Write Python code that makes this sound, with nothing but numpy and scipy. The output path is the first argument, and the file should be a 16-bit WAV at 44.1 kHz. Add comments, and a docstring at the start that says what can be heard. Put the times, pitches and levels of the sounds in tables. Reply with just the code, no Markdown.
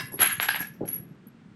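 """A wrench clanks off a wheel; then steel lug nuts and the socket tool shuffle on a concrete garage floor.
Nuts: decaying partials just above 11 kHz, noise ticks, and narrow noise bursts most like skids.
Wrench: a sum of short modes. Tool: random grit catches scrape, filtered impulses knock, the socket's modes hoot.
Soft low thuds and dull brushes are damped modes and noise. Each event gets its own scattered room tail.
Below lie a low room rumble and a faint hiss, both of coloured noise."""
import sys
import numpy as np
from scipy import signal
from scipy.fft import rfft, irfft, next_fast_len
from scipy.io import wavfile

SR = 44100
rng = np.random.default_rng(int(sys.argv[2]) if len(sys.argv) > 2 else 0)


def dump(signal):
    """Clip the signal to [-1, 1] and save it as 16-bit WAV at the path in sys.argv[1]."""
    limited = np.clip(np.atleast_2d(signal).T, -1, 1)
    pcm = np.round(limited * 32767).astype(np.int16)
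    wavfile.write(sys.argv[1], SR, pcm)


N = 68355  # samples
EVENT_S, LEVEL_WINDOW_S = 0.4, 0.02


def undb(db):
    """Decibels to gain."""
    return 10 ** (np.asarray(db) / 20)


def clock():
    """Time [s] since the start of one event."""
    return np.arange(int(EVENT_S * SR)) / SR


def decay(t, t60_s):
    """Exponential fall of 60 dB in t60_s."""
    return np.exp(-np.log(1000) * t / t60_s)


def highpass(x, cut_hz):
    """Second-order low cut."""
    return signal.sosfilt(signal.butter(2, cut_hz, "highpass", fs=SR, output="sos"), x)


def colour(x, points, lag_s=0):
    """Minimum-phase filter through (frequency [Hz], level [dB]); lag_s delays the lows as bending waves do."""
    n = 2 * next_fast_len(len(x))
    f = np.fft.rfftfreq(n, 1 / SR)
    hz, db = np.array(points).T
    gain = undb(np.interp(np.log(f + 1), np.log(hz), db))
    # fold the cepstrum to make the filter causal
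    cepstrum = irfft(np.log(gain))
    cepstrum[1:n // 2] *= 2
    cepstrum[n // 2 + 1:] = 0
    # group delay: lag_s * sqrt(1000 / f)
    bend = 4 * np.pi * lag_s * np.sqrt(1000 * f)
    response = np.exp(rfft(cepstrum) - 1j * bend)
    return irfft(rfft(x, n) * response)[:len(x)]


def ring(hz, t60_s, modes):
    """Struck piece: sine partials (ratio, level [dB]) that share one decay."""
    t = clock()
    partials = sum(undb(db) * np.sin(2 * np.pi * hz * ratio * t) for ratio, db in modes)
    return partials * decay(t, t60_s)


def chatter(rise_s):
    """Flurry of tiny contacts: noise that swells to a peak at rise_s, then dies."""
    t = clock()
    return rng.standard_normal(len(t)) * t / rise_s * np.exp(-t / rise_s)


def resonate(x, hz, width_hz):
    """One resonance, gain 1 at its centre."""
    return signal.lfilter(*signal.iirpeak(hz, hz / width_hz, fs=SR), x)


def at_level(x, db):
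    """Scale to the energy of a LEVEL_WINDOW_S burst with this RMS level."""
    return x * undb(db) / np.sqrt(np.sum(x ** 2) / (LEVEL_WINDOW_S * SR))


# room decay: (frequency [Hz], t60 [s])
ROOM_T60 = [(120, 0.38), (400, 0.11), (700, 0.22), (1200, 0.35), (2500, 0.38), (6000, 0.23), (11000, .22),
            (16000, 0.055)]
ROOM_GAP_S, ROOM_BUILD_S = 0.0016, 0.00073  # first reflection, build-up time constant
ROOM_GRAIN = 0.48  # inequality of the reflections


def garage(x, room_db):
    """Direct sound plus freshly drawn scattered reflections whose decay depends on frequency."""
    t = clock()
    n = len(t)
    scatter = rfft(rng.standard_normal(n) * np.exp(ROOM_GRAIN * rng.standard_normal(n)))
    hz, t60s = np.array(ROOM_T60).T
    log_f = np.log(np.fft.rfftfreq(n, 1 / SR) + 1)
    tail = np.zeros(n)
    for band, t60_s in zip(np.eye(len(hz)), t60s):
        tail += irfft(scatter * np.interp(log_f, np.log(hz), band), n) * decay(t, t60_s)
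    tail *= 1 - np.exp(-np.maximum(t - ROOM_GAP_S, 0) / ROOM_BUILD_S)
    reflected = signal.fftconvolve(x, tail)[:n]
    return at_level(x, 0) + at_level(reflected, room_db)


def add(out, start_s, x, db, room_db):
    """Place one event in the garage; room_db is reflected relative to direct energy."""
    i = int(start_s * SR)
    out[i:i + len(x)] += at_level(garage(x, room_db), db)[:N - i]


# nuts touching: (time [s], ring level [dB], ring pitch [Hz], tick level [dB], room on the ring [dB])
CLINKS = [(0.001, -70, 11270, -44, 2.5), (0.053, -45.5, 11270, -63, 6), (0.117, -40, 11290, -52, 18),
          (0.139, -37.5, 11290, -57.5, -2), (0.191, -33.5, 11300, -37.5, 10), (0.202, -29, 11330, -43, -7),
          (0.205, -21, 11290, -35, 5), (0.216, -16.5, 11250, -28, -6.5), (0.224, -25, 11370, -44, -8),
          (0.251, -24, 11230, -38, 19), (0.304, -29.5, 11270, -59, 24), (0.402, -32.5, 11350, -38.5, 6),
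          (0.413, -46, 11370, -41, 9), (0.4241, -29, 11330, -32.5, -2.5), (0.481, -33, 11340, -58, 0),
          (0.487, -39.5, 11300, -44, -9), (0.5, -34.5, 11290, -69, 3), (0.521, -38.5, 11340, -65, 23),
          (0.551, -35, 11370, -42.5, 1), (0.592, -40, 11340, -45, -20), (0.602, -31, 11360, -47, -13),
          (0.611, -42, 11360, -41, -8), (0.622, -50, 11360, -45.5, -6.5), (0.669, -44.5, 11340, -59, -9),
          (0.852, -49.5, 11340, -56.5, 15), (0.876, -36, 11280, -57, 5), (0.886, -34.5, 11290, -47.5, -11),
          (0.910, -36.5, 11330, -61.5, 1.5), (0.928, -28.5, 11370, -60.5, -4),
          (0.945, -33, 11330, -55, -11), (0.985, -46, 11340, -81, -9.5), (1.269, -56, 11390, -88.5, -26)]
# nut partials: (ratio to ring pitch, relative level [dB])
NUT_MODES = [(1, 0), (1.005, -7), (.995, -8), (1.023, -20), (.978, -23)]
# tick spectrum: (frequency [Hz], relative level [dB])
TICK_COLOUR = [(1500, -13), (4000, -8), (5100, 2), (5600, 1), (6300, 1.5), (8800, -4), (10950, 7),
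               (11300, 19), (11650, 10), (12400, 0), (15800, -1.5)]
NUT_T60_S, NUT_ATTACK_S, TICK_S = 0.061, 0.0025, 0.003
TICK_ROOM_DB = 4  # ticks scatter more than rings


def nuts():
    """Each touch excites a bright noise tick and the nuts' high ring."""
    out = np.zeros(N)
    attack = (1 - np.exp(-clock() / NUT_ATTACK_S)) ** 2
    for start_s, ring_db, hz, tick_db, room_db in CLINKS:
        add(out, start_s, ring(hz, NUT_T60_S, NUT_MODES) * attack, ring_db, room_db)
        tick = colour(chatter(TICK_S), TICK_COLOUR)
        add(out, start_s, tick, tick_db, room_db + TICK_ROOM_DB)
    return out


# narrow-band noise bursts, most like nuts skidding; the 12.9 kHz one is a faint high blip:
# (time [s], level [dB], centre [Hz], swell [s])
NOISE_BURSTS = [(0.116, -60.5, 8000, 0.0027), (0.215, -37, 7130, .003), (0.262, -44.5, 6770, 0.03),
                (0.425, -42, 7500, .003), (0.495, -43, 4800, 0.012), (0.604, -51.5, 5850, .008),
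                (0.734, -65, 12900, 0.0052), (0.734, -67.5, 5730, 0.0045), (0.878, -52.5, 6140, 0.0022),
                (0.9445, -60.5, 5900, 0.0015)]
BURST_WIDTH, BURST_ROOM_DB = 0.18, -0.5  # width as a fraction of centre


def noise_bursts():
    """Swelling noise through two equal resonances in series."""
    out = np.zeros(N)
    for start_s, db, hz, swell_s in NOISE_BURSTS:
        width_hz = hz * BURST_WIDTH
        burst = resonate(resonate(chatter(swell_s), hz, width_hz), hz, width_hz)
        add(out, start_s, burst, db, BURST_ROOM_DB)
    return out


# wrench modes: (frequency before WRENCH_TUNING [Hz], relative level [dB], t60 [s])
WRENCH_MODES = [(1034, -7.5, .06), (1125, -10, 0.031), (1724, -3.5, 0.065), (1726, -4.5, 0.06),
                (2033, -5, 0.06), (2584, -19, 0.094), (2775, -8.5, .07), (3866, -8.5, 0.0451),
                (4295, -5, 0.024), (4300, -10.5, 0.046), (5000, -10, 0.04), (5105, -0.5, 0.022),
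                (5600, -7, .03), (6078, -15.5, .04), (8330, -17, 0.063)]
WRENCH_START_S, WRENCH_DB, WRENCH_ROOM_DB = 0.0, -32.5, 1
WRENCH_TUNING = 0.99


def wrench():
    """One clank as it leaves the wheel: many short modes of random polarity."""
    out = np.zeros(N)
    clank = np.zeros(len(clock()))
    for hz, db, t60_s in WRENCH_MODES:
        clank += ring(hz, t60_s, [(WRENCH_TUNING, db)]) * rng.choice([-1, 1])
    add(out, WRENCH_START_S, clank, WRENCH_DB, WRENCH_ROOM_DB)
    return out


# tool sliding, a light touch has less bass: (time [s], nominal length [s], level [dB], room [dB], low cut [Hz])
SCRAPES = [(0.0, .014, -37, -4, 424), (0.176, 0.024, -45, 6, 900), (0.203, 0.019, -23.5, 8.5, 201),
           (0.214, 0.045, -23, -8.5, 390), (0.26, 0.015, -30.5, 0, 1900), (0.295, 0.03, -34.5, 1.5, 2030),
           (0.339, 0.016, -51, 3, 1430), (0.404, 0.011, -32, 5, 397), (0.424, 0.012, -29, -1.5, 452),
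           (0.438, 0.022, -33, -12, 610), (0.496, 0.024, -31.5, 1.5, 1515), (0.548, 0.026, -33, -6, 888),
           (0.614, 0.018, -42, -8.5, 300), (0.850, 0.0054, -53.5, 1.5, 304), (0.878, 0.01, -48, 1, 300),
           (0.897, 0.07, -50.5, 1, 300)]
# scrape spectrum: (frequency [Hz], relative level [dB])
SCRAPE_COLOUR = [(100, -37.5), (350, 1.5), (550, -6.5), (800, -2), (1200, -5.5), (1650, -0.5), (2300, -0.5),
                 (3400, -5.5), (4500, -12.5), (5600, -28.5), (9000, -19), (15000, -44.5)]
# resonances added to the rub: (frequency [Hz], width [Hz], gain of the added part [dB])
SCRAPE_RESONANCES = [(760, 58, -3.5), (1327, 128, -5), (1600, 170, 1.5), (2120, 94, -19), (2610, 29, -15.5),
                     (3200, 72, -9), (4080, 170, -13)]
GRIT_PER_S, GRIT_SPREAD_DB, SCRAPE_RISE_S = 3000, 3, 0.000992
JUDDER_DB, JUDDER_PER_S = 3, 260


def scrapes():
    """The tool sticks and slips over grit: random signed catches under juddering pressure."""
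    out, t = np.zeros(N), clock()
    for start_s, length_s, db, room_db, low_hz in SCRAPES:
        catches = (rng.random(len(t)) < GRIT_PER_S / SR) * rng.choice([-1, 1], len(t))
        catches = catches * undb(GRIT_SPREAD_DB * rng.standard_normal(len(t)))
        # full until 0.75 length, zero at 1.25 length
        release = np.clip(2 * (length_s - t) / length_s + 0.5, 0, 1)
        judder = np.interp(t * JUDDER_PER_S, np.arange(100), rng.standard_normal(100))
        pressure = (1 - np.exp(-t / SCRAPE_RISE_S)) * release * undb(JUDDER_DB * judder)
        rub = highpass(colour(catches * pressure, SCRAPE_COLOUR), low_hz)
        body = sum(undb(gain_db) * resonate(rub, hz, width_hz) for hz, width_hz, gain_db in SCRAPE_RESONANCES)
        add(out, start_s, rub + body, db, room_db)
    return out


# hard tool knocks, a glancing one has less bass: (time [s], level [dB], room [dB], low cut [Hz], top [Hz])
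KNOCKS = [(0.1914, -32, 8, 327, 4730), (0.2203, -31.5, -7, 900, 4700), (0.2451, -31.5, -2, 1200, 4700),
          (0.2526, -31.5, 2, 900, 3600), (0.2742, -38.5, 4, 1190, 4400), (0.2981, -38, -2, 1800, 3500),
          (0.3994, -25.5, -3.5, 330, 4540), (0.4865, -29, -7, 330, 5270), (0.4894, -31, 0.5, 3300, 6400),
          (0.5452, -31, -2, 336, 3800)]
# knock spectrum: (frequency [Hz], relative level [dB])
KNOCK_COLOUR = [(100, -31), (450, 0), (800, 1.5), (1800, 7.5), (3000, 3.5), (4500, -4.5), (6000, -12)]
KNOCK_LAG_S = 0.00035  # delay of 1 kHz through the bending steel


def knocks():
    """Band-limited impulses, their lows delayed by bending waves in the steel."""
    out = np.zeros(N)
    for start_s, db, room_db, low_hz, top_hz in KNOCKS:
        blow = highpass(signal.unit_impulse(len(clock())), low_hz)
        blow = signal.sosfilt(signal.butter(8, top_hz, fs=SR, output="sos"), blow)
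        add(out, start_s, colour(blow, KNOCK_COLOUR, KNOCK_LAG_S), db, room_db)
    return out


# socket's hollow ringing: (time [s], level [dB], pitch [Hz], t60 [s], room [dB])
HOOTS = [(0.226, -30, 1556, 0.068, 2), (0.247, -32.5, 1630, 0.034, -5), (0.300, -31, 1682, 0.022, 12),
         (0.430, -41, 1750, 0.036, 6), (0.4900, -23, 1618, 0.028, -11.5), (0.505, -31, 1643, 0.09, -12),
         (0.513, -30, 1624, 0.061, -8), (0.53, -36, 1657, 0.069, -12.5), (0.598, -37, 1702, 0.14, -9.5),
         (0.611, -35, 1648, 0.081, -12.5), (0.626, -36.5, 1660, 0.088, -27),
         (0.646, -40, 1720, 0.06, -11.5)]
# socket partials: (ratio to pitch, relative level [dB])
SOCKET_MODES = [(1, 12.5), (0.82, -5), (1.3, -6.5), (.5, -9.5), (1.3, -20), (4.9, -19), (2.1, -20),
                (2.6, -19)]
HOOT_ATTACK_S = 0.000228


def hoots():
    """The hollow socket rings at one strong mode with weaker ones around it."""
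    out = np.zeros(N)
    attack = 1 - np.exp(-clock() / HOOT_ATTACK_S)
    for start_s, db, hz, t60_s, room_db in HOOTS:
        add(out, start_s, ring(hz, t60_s, SOCKET_MODES) * attack, db, room_db)
    return out


# soft low thuds, some mere swells of the low room rumble:
# (time [s], level [dB], pitch before THUD_TUNING [Hz], t60 [s], room [dB])
THUDS = [(0.033, -38, 136, 0.08, -20), (0.139, -43, 318, 0.026, -10), (0.193, -35, 344, 0.0077, 4),
         (0.224, -51, 165, 0.06, -16), (0.325, -45.5, 120, 0.08, -22), (0.379, -43, 124, 0.058, -15),
         (0.4875, -32.5, 854, 0.0074, -12.5), (0.5462, -40.5, 876, 0.0075, 0),
         (0.604, -38, 235, 0.014, -0.5), (0.608, -46.5, 830, 0.017, -8), (0.807, -35, 569.6, 0.059, -4),
         (0.813, -29.5, 321, 0.0099, -8.5), (0.82, -34, 416, 0.011, -3), (0.8319, -33.5, 276, 0.016, -2),
         (0.851, -41.5, 428, 0.011, -3), (0.698, -46.5, 142, 0.047, -16), (0.995, -40.5, 155, 0.056, -22),
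         (1.109, -44.5, 168, 0.03, -2), (1.265, -44.5, 237, 0.027, -2.5), (1.345, -50, 231.4, 0.086, -5),
         (1.455, -49.5, 219, 0.042, -0.5), (1.513, -49.5, 178.7, .04, -11)]
THUD_TUNING, THUD_PUSH_S = 0.98, 0.002
THUD_LOW_HZ, THUD_TOP_HZ = 89, 960


def thuds():
    """One damped low mode each, with a gradual push, band-limited."""
    out = np.zeros(N)
    push = 1 - np.exp(-clock() / THUD_PUSH_S)
    soft = signal.butter(4, [THUD_LOW_HZ, THUD_TOP_HZ], "bandpass", fs=SR, output="sos")
    for start_s, db, hz, t60_s, room_db in THUDS:
        thud = signal.sosfilt(soft, ring(hz, t60_s, [(THUD_TUNING, 0)]) * push)
        add(out, start_s, thud, db, room_db)
    return out


# cloth and soles brushing: (time [s], length [s], level [dB])
BRUSHES = [(0.119, 0.035, -40.5), (0.808, 0.03, -38.5), (0.832, 0.015, -43)]
# brush spectrum: (frequency [Hz], relative level [dB])
BRUSH_COLOUR = [(150, -10.5), (400, 5), (600, -7.5), (850, -5), (1100, -14.5), (1500, -25.5), (3000, -55),
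                (8000, -58)]
BRUSH_ROOM_DB = -4.5


def brushes():
    """Cloth or a sole rubbing: short bursts of dull noise."""
    out, t = np.zeros(N), clock()
    for start_s, length_s, db in BRUSHES:
        rub = rng.standard_normal(len(t)) * (t < length_s)
        add(out, start_s, colour(rub, BRUSH_COLOUR), db, BRUSH_ROOM_DB)
    return out


def steady_noise(points):
    """Coloured noise at unit RMS, with the filter's onset dropped."""
    noise = colour(rng.standard_normal(N + SR // 10), points)[-N:]
    return noise / noise.std()


# rumble spectrum: (frequency [Hz], relative level [dB])
RUMBLE_COLOUR = [(25, -34), (55, -12), (85, -18.5), (118, -0.5), (180, 1.5), (260, -3.5), (400, -10.5),
                 (600, -21.5), (1200, -38), (4000, -69)]
# rumble level: (time [s], level [dB])
RUMBLE_DB = [(0, -46.5), (.7, -51.5), (.85, -45.5), (.98, -45.5), (1.15, -50.5), (1.35, -56), (1.55, -53)]


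def rumble():
    """Low room noise whose level drifts slowly."""
    level_db = np.interp(np.arange(N) / SR, *np.array(RUMBLE_DB).T)
    return steady_noise(RUMBLE_COLOUR) * undb(level_db)


# hiss spectrum: (frequency [Hz], relative level [dB])
HISS_COLOUR = [(300, -2.5), (800, 0.5), (1500, 1.5), (3000, -7.5), (6000, -18.5), (8500, -21), (10500, -33),
               (15000, -45)]
HISS_DB = -64


def hiss():
    """Faint noise of constant level, reaching above the rumble."""
    return steady_noise(HISS_COLOUR) * undb(HISS_DB)


def scene():
    """All layers, identical in both channels."""
    metal = nuts() + noise_bursts() + wrench() + scrapes() + knocks() + hoots()
    bumps = thuds() + brushes()
    mono = metal + bumps + rumble() + hiss()
    return np.tile(mono, (2, 1))


TOP_HZ = 15750


def record(dry):
    """Steep elliptic low-pass at TOP_HZ."""
    return signal.sosfilt(signal.ellip(10, 0.2, 80, TOP_HZ, fs=SR, output="sos"), dry)


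dry = scene()
out = record(dry)
dump(out)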